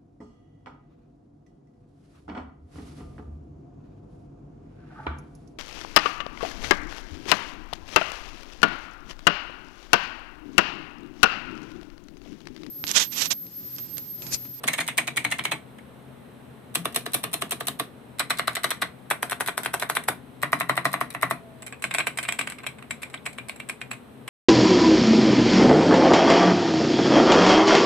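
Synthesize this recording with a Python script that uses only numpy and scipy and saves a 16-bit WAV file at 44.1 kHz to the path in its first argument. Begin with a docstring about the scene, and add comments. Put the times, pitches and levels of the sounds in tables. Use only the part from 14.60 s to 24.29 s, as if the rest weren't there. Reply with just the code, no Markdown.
"""Clicky mechanical keyboard

An old keyboard on a desk in a small room: a run of letters, then space bar, shift, enter, number pad
and arrows tapped in turn. Each switch snaps; each keycap knocks at the bottom and top of its travel,
rattles the plastic case and thuds the desk. Underneath: low room hum, hiss, one faint sinking tone."""
import sys
import numpy as np
from scipy import signal
from scipy.fft import rfft, irfft, next_fast_len
from scipy.io import wavfile

SR = 44100
rng = np.random.default_rng(int(sys.argv[2]) if len(sys.argv) > 2 else 0)


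def log_audio(samples):
    """Write samples as a 16-bit WAV file to the path given in sys.argv[1]."""
    # one column per channel
    frames = np.atleast_2d(samples).T
    # limit to full scale, then quantise
    limited = np.clip(frames, -1, 1)
    pcm = np.round(limited * 32767).astype(np.int16)
    wavfile.write(sys.argv[1], SR, pcm)


N = 427329
SIZE, LEAD = 8192, 1024  # samples per contact, samples ahead of it
HZ = np.fft.rfftfreq(SIZE, 1 / SR)
AGE_S = (np.arange(SIZE) - LEAD) / SR  # time since contact
ABOVE = [1 - 1 / (1 + (HZ / edge_hz) ** 8) for edge_hz in (1600, 5000)]
ZONES = [1 - ABOVE[0], ABOVE[0] - ABOVE[1], ABOVE[1]]  # bands of case, cap, switch

# hand position: from t/s, key kind
HAND = [(0, "space"), (0.06, "letters"), (1.8, "space"), (3.4, "shift"), (4.4, "enter"), (5.7, "pad"),
        (6.9, "arrows")]
# keys going down: bottom stop t/s, level/dB, travel from snap to stop/s, snap level/dB
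PRESSES = [(0.0827, -18.5, 0.0049, -24.5), (0.139, -27.5, 0.0052, -25.5), (0.2865, -24, 0.008, -29.5),
           (0.383, -19, 0.0043, -22), (0.5745, -20.5, 0.0052, -28), (0.7229, -22, 0.0074, -29),
           (0.8533, -20.5, 0.0059, -42), (2.156, -23.5, 0.0055, -30.5), (2.3615, -24, 0.015, -33.5),
           (2.546, -23, 0.011, -30), (2.7414, -27, .0102, -32.5), (2.921, -27.5, 0.011, -29),
           (3.083, -27.5, 0.012, -29), (3.6023, -22.5, 0.0067, -24.5), (3.7956, -21.5, .0095, -33),
           (3.968, -26, 0.015, -28), (4.1161, -26, 0.0099, -25.5), (4.512, -18.5, 0.0038, -34.5),
           (4.7207, -24, 0.0095, -32), (4.8858, -23, 0.009812, -30), (5.0602, -23, 0.011, -35.5),
           (5.2248, -22, .011, -40), (5.3695, -20, 0.0071, -36.5), (5.833, -20, 0.0062, -33),
           (6.009, -21, 0.007823, -33), (6.1773, -20, 0.0091, -37.5), (6.3408, -20.5, 0.0099, -33),
           (6.549, -27.5, 0.009, -52), (6.631, -18, .0074, -32), (7.241, -23, 0.018, -32.5),
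           (7.3481, -22, 0.0082, -28.5), (7.3847, -22, .002, -40), (7.47, -20.5, .002, -42),
           (7.587, -24, 0.013, -30.5), (7.688, -22, 0.0021, -40.5), (7.7917, -22.5, 0.0018, -30.5),
           (8.066, -25.5, 0.002114, -55), (8.432, -31.5, 0.01213, -41), (8.6638, -26.5, 0.0078, -39),
           (8.8954, -31.5, 0.01, -38.5), (9.097, -27.5, .008, -36), (9.314, -29.5, .0023, -40),
           (9.6798, -34, .002, -39.5)]
# keys springing back: top stop t/s, level/dB, treble/dB
RELEASES = [(0.0399, -30, -4.5), (0.186, -22, -0.5), (0.207, -25.5, 7.5), (0.4779, -24, 1),
            (0.6492, -20, -3.5), (0.7914, -25, -5), (0.918, -22.5, -0.5), (2.2562, -25, -4),
            (2.464, -31, -2), (2.6398, -26, -2), (2.8216, -27, -1), (3.009, -31.5, -2),
            (3.1988, -25.5, -1.5), (3.7051, -23, 2.5), (3.8799, -23.5, 0.5), (4.0437, -22.5, 2),
            (4.2218, -21.5, -4), (4.6298, -26, 0.5), (4.8077, -27, 1), (4.979, -27.5, 2), (5.1409, -26, 1),
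            (5.2993, -25.5, 0.5), (5.486, -22, 0.5), (5.9314, -20, 0.5), (6.0962, -20, -1),
            (6.2545, -19, 1.5), (6.4126, -25, 1), (6.7108, -23.5, 2), (7.3112, -26.5, -2.5),
            (7.4024, -22, -6), (7.6517, -31.5, -5), (7.724, -25.5, 5), (7.8118, -25.5, 2),
            (7.8735, -27, -2), (7.922, -34, 1), (8.3089, -26.5, 3), (8.5416, -29.5, -5.5),
            (8.7847, -30.5, -4.5), (9.0011, -34, -2.5), (9.2153, -31.5, -3.5)]
# loose caps striking their stop again: t/s, level/dB
BOUNCES = [(0.0865, -30.5), (0.3864, -26), (0.9228, -24.5), (2.364, -34.5), (3.712, -23), (4.046, -27),
           (4.2249, -26.5), (7.392, -25), (9.331, -37)]
# switches snapping under a resting finger, short of the stop: t/s, level/dB
CLICKS = [(5.438, -43), (6.504, -39), (7.0221, -39.5), (7.0652, -35), (7.629, -31.5), (7.8996, -35),
          (8.5, -48), (8.73, -47), (8.96, -46)]
# fingertips brushing caps: t/s, level/dB
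BRUSHES = [(1.185, -47.5), (7.125, -37), (7.985, -39), (8.034, -38.5), (8.184, -46), (8.225, -42.5)]

# resonances per key kind: f/Hz, width/Hz, level/dB
LETTERS = [(709.65, 630, -3.5), (1030, 700, -1.5), (1860, 360, 1.5), (2180, 180, 7), (2980, 1350, -8),
           (6620, 560, -13), (8300, 430, -16), (9800, 2900, -25.5)]
SPACE = [(230, 200, -7.5), (440, 170, -1.5), (700, 230, -4), (1160, 250, 0), (1830, 470, -1.5),
         (2770, 2000, -2), (5270, 6000, -6), (9876, 3600, -6), (12900, 1100, -8.5)]
SHIFT = [(690, 540, -6), (1160, 197.1, 2), (1500, 330, -0.5), (2008.9, 450, 2.5), (3328.7, 1600, -10),
         (4130, 220, -11.5), (7938.8, 448, -22.5), (9799, 4100, -28)]
ENTER = [(420, 110, -3), (690, 580, 1.5), (1050, 470, 3.5), (1500, 330.2, 4), (1997.6, 510, 0),
         (3474, 1300, -14.5), (6765, 7600, -25), (8150, 440, -22), (10500, 2600, -21.5)]
PAD = [(358, 200, -6), (690, 290, 3), (1096, 205.6, 9), (1350, 320, 0.5), (1926, 290, 3),
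       (2443.4, 290, -10), (3880, 300, -21), (8381.3, 563, -30.5), (10400, 2231, -30.5)]
ARROWS = [(666.7, 560, -4.5), (1112, 290, -0.5), (1556, 135, 0), (2210, 590, 0), (4160, 3600, -18.5),
          (7610, 520, -9), (8700, 310, -13), (10669, 1800, -25)]
# key mounting: resonances, left lag/ms, L-R/dB, push over rattle/dB, slide/dB, desk thud/dB,
# bass delay/s, rattle t60/s
KEYS = {"letters": (LETTERS, 0.047, -0.29, -3.6, -7, -6, 0.03, 0.063),
        "space": (SPACE, 0.13, 0, -1.1, -6.5, -10.5, .028, 0.05),
        "shift": (SHIFT, -0.019, 0.31, -0.38, -6.5, -14.5, 0.01014, 0.049),
        "enter": (ENTER, -0.059, 0.64, 4.5, -8, -17, 0.01197, 0.054),
        "pad": (PAD, -0.14, 1.333, 4.1, -10, -10, 0.01202, 0.058),
        "arrows": (ARROWS, -0.02, 0, 0.61, -16, -9.5, 0.01505, 0.045)}
# switch action: leaf ring over snap/dB, reset level/dB, relative scatter of cap pitch
SWITCHES = {"letters": (2.5, -40, 0.033), "space": (1.5, -45, .02), "shift": (3.305, -34.5, .02),
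            "enter": (-1.5, -44, 0.018), "pad": (12, -42, .012), "arrows": (-15, -54, 0.0277)}
# steel click leaf: f/Hz, width/Hz, t60/s
LEAF = (13800, 800, .016)
# case peaks and hollows, all keys: f/Hz, width/Hz, gain/dB
CASE = [(524, 36, -5), (701.47, 110, 5.5), (786, 97, -4), (3920, 150, 1.5)]
# offsets from press level: case/dB, cap/dB, switch/dB, finger landing/dB
DOWN_DB = {"letters": (-7.5, 1.5, -4.5, -18), "space": (0, 0.5, 4, -24.5), "shift": (1, 0.5, -6.5, -20),
           "enter": (-0.5, -0.5, -6.5, -11.5), "pad": (0, 1.2, -11.5, -24.5), "arrows": (-5.5, 1, -3, -37)}
# offsets for release, snap, brush, bounce: case/dB, cap/dB, switch/dB
UP_DB = {"letters": (-4, 1.5, -5), "space": (3.5, 0, -0.5), "shift": (2.5, -0.6234, -1.5),
         "enter": (4.5, 0.97, 1.5), "pad": (3.5, 2, -5.5), "arrows": (-7, 0.8, -5)}
SNAP_DB = (-7, -1, 3.5)
BRUSH_DB = (0, 1.5, -6.5)
BOUNCE_DB = (-2, -1.5, -4.5)
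# spring squeaking once: t/s, f/Hz, width/Hz, level/dB, t60/s
SQUEAK = (8.575, 3494, 380, -33.5, 0.025)
# desk modes: f/Hz, level/dB, t60/s
DESK_MODES = [(134.5, 2.5, 0.19), (173.5, -4.5, 0.33), (246.87, 0.5, 0.15), (302.7, 6, 0.12)]
# desk boom under one space bar blow: t/s, f/Hz, level/dB, t60/s
BOOM = (2.18, 172, -30, .14)

# room decay: f/Hz, t60/s
ROOM_T60 = [(500, 0.21), (10000, 0.18)]
# hum and hiss spectra: f/Hz, relative density/dB
HUM = [(25, -43), (80, -7), (105, -14.5), (126, 2.5), (165, -9), (245, 0.5), (320, -14), (450, -15),
       (800, -68)]
HISS = [(200, -14.5), (420, 2), (4000, -20), (14000, -27)]
# sinking tone: t/s, f/Hz, level/dB
WHINE = [(6.72, 690, -57), (6.86, 668, -47.5), (6.96, 652, -52), (7.07, 639, -51)]
# stereo width of closely spaced microphones: f/Hz, side gain/dB
WIDTH = [(600, -6), (4000, 0)]
# overall colour, lower treble dipped, highest treble falling away: f/Hz, gain/dB
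COLOUR = [(4150, -1), (4500, -9.5), (7500, -11), (7800, -1), (14200, -2), (14700, -9.5), (16300, -27.5)]


def typing(landing_travels=2.4, reset_lead_s=0.006, scatter_db=0.6):
    """Down: finger lands, switch snaps, cap knocks. Up: switch resets, cap knocks again."""
    track = np.zeros((2, N + 2 * SIZE))
    bodies = {kind: key_body(modes) for kind, (modes, *_) in KEYS.items()}
    tails = [rfft(room_tail()) for _ in range(40)]
    grains = {kind: 0.46 * pair(SIZE, side_db=2.0) for kind in KEYS}  # repeating part of the rattle

    def strike(kind, levels_db, **shape):
        """A contact rings key and case; only the cap's pitch shifts with how it is held."""
        shift = 1 + SWITCHES[kind][2] * rng.standard_normal() * ZONES[1]
        power = np.interp(HZ / shift, HZ, bodies[kind])
        blow = contact(kind, grains[kind], **shape)
        return irfft(placed(kind, blow, tails) * ring(power, levels_db))

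    def knock(kind, levels_db):
        """The cap hits a stop; the case passes the blow to the desk."""
        *_, thud_db, delay_s, t60_s = KEYS[kind]
        scattered_db = levels_db + rng.normal(0, scatter_db, 3)
        clack = strike(kind, scattered_db, push_db=-2.5, t60_s=t60_s, slide_s=0.0023)
        return flexed(clack, delay_s) + amp(levels_db[0] + thud_db) * desk_thud()

    def switch(kind, db):
        """The click leaf buckles and rings."""
        hz, width_hz, t60_s = LEAF
        return snap(kind, db, SNAP_DB) + chirp(hz, width_hz, db + SWITCHES[kind][0], t60_s)

    def snap(kind, db, colour_db):
        """Small, hard, brief contact."""
        return strike(kind, db + np.array(colour_db), push_db=-8, t60_s=0.06, slide_s=0.0006)

    def tick(kind, db, colour_db):
        """Light contact, nearly all rattle."""
        return strike(kind, db + np.array(colour_db), push_db=-23, t60_s=0.067, slide_s=0.00054)

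    for s, db, travel_s, snap_db in PRESSES:
        kind = key_at(s)
        *stop_db, landing_db = db + np.array(DOWN_DB[kind])
        add(track, s - landing_travels * travel_s, tick(kind, landing_db, SNAP_DB))
        add(track, s - travel_s, switch(kind, snap_db))
        add(track, s, knock(kind, stop_db))
    for s, db, treble_db in RELEASES:
        kind = key_at(s)
        add(track, s - reset_lead_s * rng.lognormal(0, 0.3), switch(kind, SWITCHES[kind][1]))
        add(track, s, knock(kind, db + np.array(UP_DB[kind]) + [0, 0, treble_db]))
    for s, db in BOUNCES:
        add(track, s, snap(key_at(s), db, BOUNCE_DB))
    for s, db in CLICKS:
        add(track, s, tick(key_at(s), db, SNAP_DB))
    for s, db in BRUSHES:
        add(track, s, tick(key_at(s), db, BRUSH_DB))
    add(track, SQUEAK[0], chirp(*SQUEAK[1:]))
    add(track, BOOM[0], desk_boom(*BOOM[1:]))
    return track[:, LEAD:LEAD + N]


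def key_at(s):
    """Key kind under the hand."""
    return [kind for start_s, kind in HAND if start_s <= s][-1]


def contact(kind, grain, push_db, t60_s, slide_s):
    """Blow spectrum: the stem scrapes its guide, stops with one push, loose plastic rattles on."""
    key_push_db, slide_db = KEYS[kind][3:5]
    push = amp(key_push_db + push_db + along([(1800, 1), (8000, -7.5)], HZ))
    loose = (grain + pair(SIZE, side_db=-0.5)) * chatter(depth_db=6.5)
    small_share = along([(2000, 0), (6000, 0.84)], HZ)  # small switch parts settle sooner
    rattle = (1 - small_share) * rfft(burst(loose, t60_s))
    rattle += small_share * rfft(burst(loose, 0.45 * t60_s))
    stop = (push * rfft(AGE_S == 0) + rattle) / np.sqrt(1 + push ** 2)
    scrape = pair(SIZE, side_db=-7) * chatter(depth_db=6.0)
    slide = unit(scrape * (AGE_S < 0) * np.exp(-np.abs(AGE_S) / slide_s)) / np.sqrt(SIZE)
    return stop + rfft(slide) * amp(slide_db + along([(1500, -6.0), (8000, 6.0)], HZ))


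def chatter(depth_db):
    """Uneven gain of loose parts touching about once a millisecond."""
    knots = np.arange(0, SIZE, 48)
    return np.interp(np.arange(SIZE), knots, amp(depth_db * rng.standard_normal(len(knots))))


def key_body(modes):
    """Power spectrum of a key mounted in the case."""
    power = sum(amp(db) ** 2 * bell(hz, width_hz) ** 1.5 for hz, width_hz, db in modes)
    case_db = sum(db * bell(hz, width_hz) for hz, width_hz, db in CASE)
    return power * amp(case_db) ** 2


def ring(power, levels_db, partial_db=8):
    """Response of case, cap and switch; each landing brings out other narrow partials."""
    partials_hz = np.exp(rng.uniform(np.log(2300), np.log(14000), size=(12, 1)))
    power = power * amp(partial_db * bell(partials_hz, partials_hz / 40).max(axis=0)) ** 2
    shares = sum(zone * amp(db) ** 2 / np.mean(zone * power) for zone, db in zip(ZONES, levels_db))
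    return causal(np.sqrt(np.abs(power * shares) * 0.008 * SR))


def flexed(x, delay_s, corner_hz=309.8):
    """Low bending waves cross the desk slowly, so a knock sweeps downward."""
    group_delay_s = delay_s / (1 + (HZ / corner_hz) ** 4)
    return irfft(rfft(x) * np.exp(-2j * np.pi * np.cumsum(group_delay_s) * HZ[1]))


def chirp(hz, width_hz, db, t60_s):
    """Leaf ring or spring squeak: a short burst into one narrow resonance."""
    drive = burst(pair(SIZE, side_db=-5.5), t60_s)
    sound = irfft(rfft(drive) * causal(bell(hz, width_hz)))
    return amp(db) * sound / np.abs(sound).max()


def desk_thud(rise_s=0.018):
    """Low desk modes, driven through the keyboard's feet."""
    t = np.maximum(AGE_S, 0)
    modes = np.zeros(SIZE)
    for hz, db, t60_s in DESK_MODES:
        decay = amp(db + rng.normal(0, 2.1) - 60 * t / t60_s)
        modes += decay * np.sin(2 * np.pi * hz * rng.normal(1, 0.051) * t)
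    return modes * (1 - np.exp(-t / rise_s)) * amp([[0], [-5]])


def desk_boom(hz, db, t60_s):
    """One low desk mode swells and dies."""
    swell = np.maximum(AGE_S, 0) / t60_s * np.log(1000)
    return amp(db) * swell * np.exp(1 - swell) * np.sin(2 * np.pi * hz * AGE_S) * amp([[0], [-5]])


def placed(kind, blow, tails, room_db=-6.5):
    """The key's place sets lag and balance between the microphones; the room adds a tail."""
    lag_ms, pan_db = KEYS[kind][1:3]
    lag = np.exp(np.outer([-1, 1], 1j * np.pi * HZ * lag_ms / 1000))
    left, right = blow * lag + amp(room_db) * tails[rng.integers(len(tails))]
    mid = (left + right) / 2
    side = (left - right) / 2 * amp(along(WIDTH, HZ))
    return np.array([mid + side, mid - side]) * amp([[pan_db / 2], [-pan_db / 2]])


def room_tail(rise_s=0.0029):
    """Diffuse echo, unrelated left and right; treble dies first."""
    hz, t, noise = signal.stft(rng.standard_normal((2, SIZE)), SR, nperseg=256)
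    decay = amp(-60 * t / along(ROOM_T60, hz)[:, None])
    tail = signal.istft(noise * decay, SR, nperseg=256)[1][:, :SIZE]
    return unit(np.roll(tail, LEAD, axis=1) * np.clip(AGE_S / rise_s, 0, 1)) / np.sqrt(SIZE)


def room_noise():
    """Low hum, stronger on the left, and soft hiss."""
    hum = unit(filtered(pair(N, side_db=-9.5), lambda hz: amp(along(HUM, hz))))
    hiss = unit(filtered(pair(N, side_db=-2.0), lambda hz: amp(along(HISS, hz))))
    return amp([[-45], [-51]]) * hum + amp(-50) * hiss


def whine():
    """One faint tone sinks in a pause."""
    s, hz, db = np.transpose(WHINE)
    t = np.arange(N) / SR
    envelope = amp(np.interp(t, s, db)) * (t > s[0]) * (t < s[-1])
    return envelope * np.sin(2 * np.pi * np.cumsum(np.interp(t, s, hz)) / SR)


def amp(db):
    """dB to gain."""
    return np.exp(np.asarray(db) * (np.log(10) / 20))


def unit(x):
    """Scale to rms 1."""
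    return x / np.sqrt(np.mean(x ** 2) + 1e-20)


def along(points, hz):
    """Interpolate (f/Hz, value) points on a log axis."""
    knots_hz, values = np.transpose(points)
    return np.interp(np.log(hz + 1), np.log(knots_hz + 1), values)


def filtered(x, gain):
    """Zero-phase filter by gain(f/Hz)."""
    size = next_fast_len(N + SIZE)
    return irfft(rfft(x, size) * gain(np.fft.rfftfreq(size, 1 / SR)), size)[..., :N]


def causal(gain):
    """Minimum-phase spectrum: rings only after the strike."""
    cepstrum = irfft(np.log(np.maximum(gain, 1e-6)))
    cepstrum[1:SIZE // 2] *= 2
    cepstrum[SIZE // 2 + 1:] = 0
    return np.exp(rfft(cepstrum))


def bell(hz, width_hz):
    """Power curve of one resonance, peak 1."""
    return 1 / (1 + ((HZ ** 2 - hz ** 2) / (HZ * width_hz + 1e-9)) ** 2)


def pair(size, side_db):
    """Stereo noise, side at side_db re mid."""
    mid, side = rng.standard_normal((2, size))
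    return unit(np.array([mid + amp(side_db) * side, mid - amp(side_db) * side]))


def burst(noise, t60_s):
    """Noise decaying from the contact, energy 1."""
    return unit(noise * (AGE_S > 0) * amp(-60 * np.abs(AGE_S) / t60_s)) / np.sqrt(SIZE)


def add(track, s, sound):
    """Mix in one contact at time s."""
    start = round(s * SR)
    track[:, start:start + SIZE] += sound


def scene():
    """The keyboard in its room."""
    return typing() + room_noise() + whine()


def record(dry):
    """Recording colour: dip in the lower treble, highest treble cut off."""
    impulse = irfft(causal(amp(along(COLOUR, HZ))))
    coloured = signal.fftconvolve(dry, impulse[None], axes=1)[:, :N]
    return filtered(coloured, lambda hz: hz < 16800)


dry = scene()
out = record(dry)
log_audio(out)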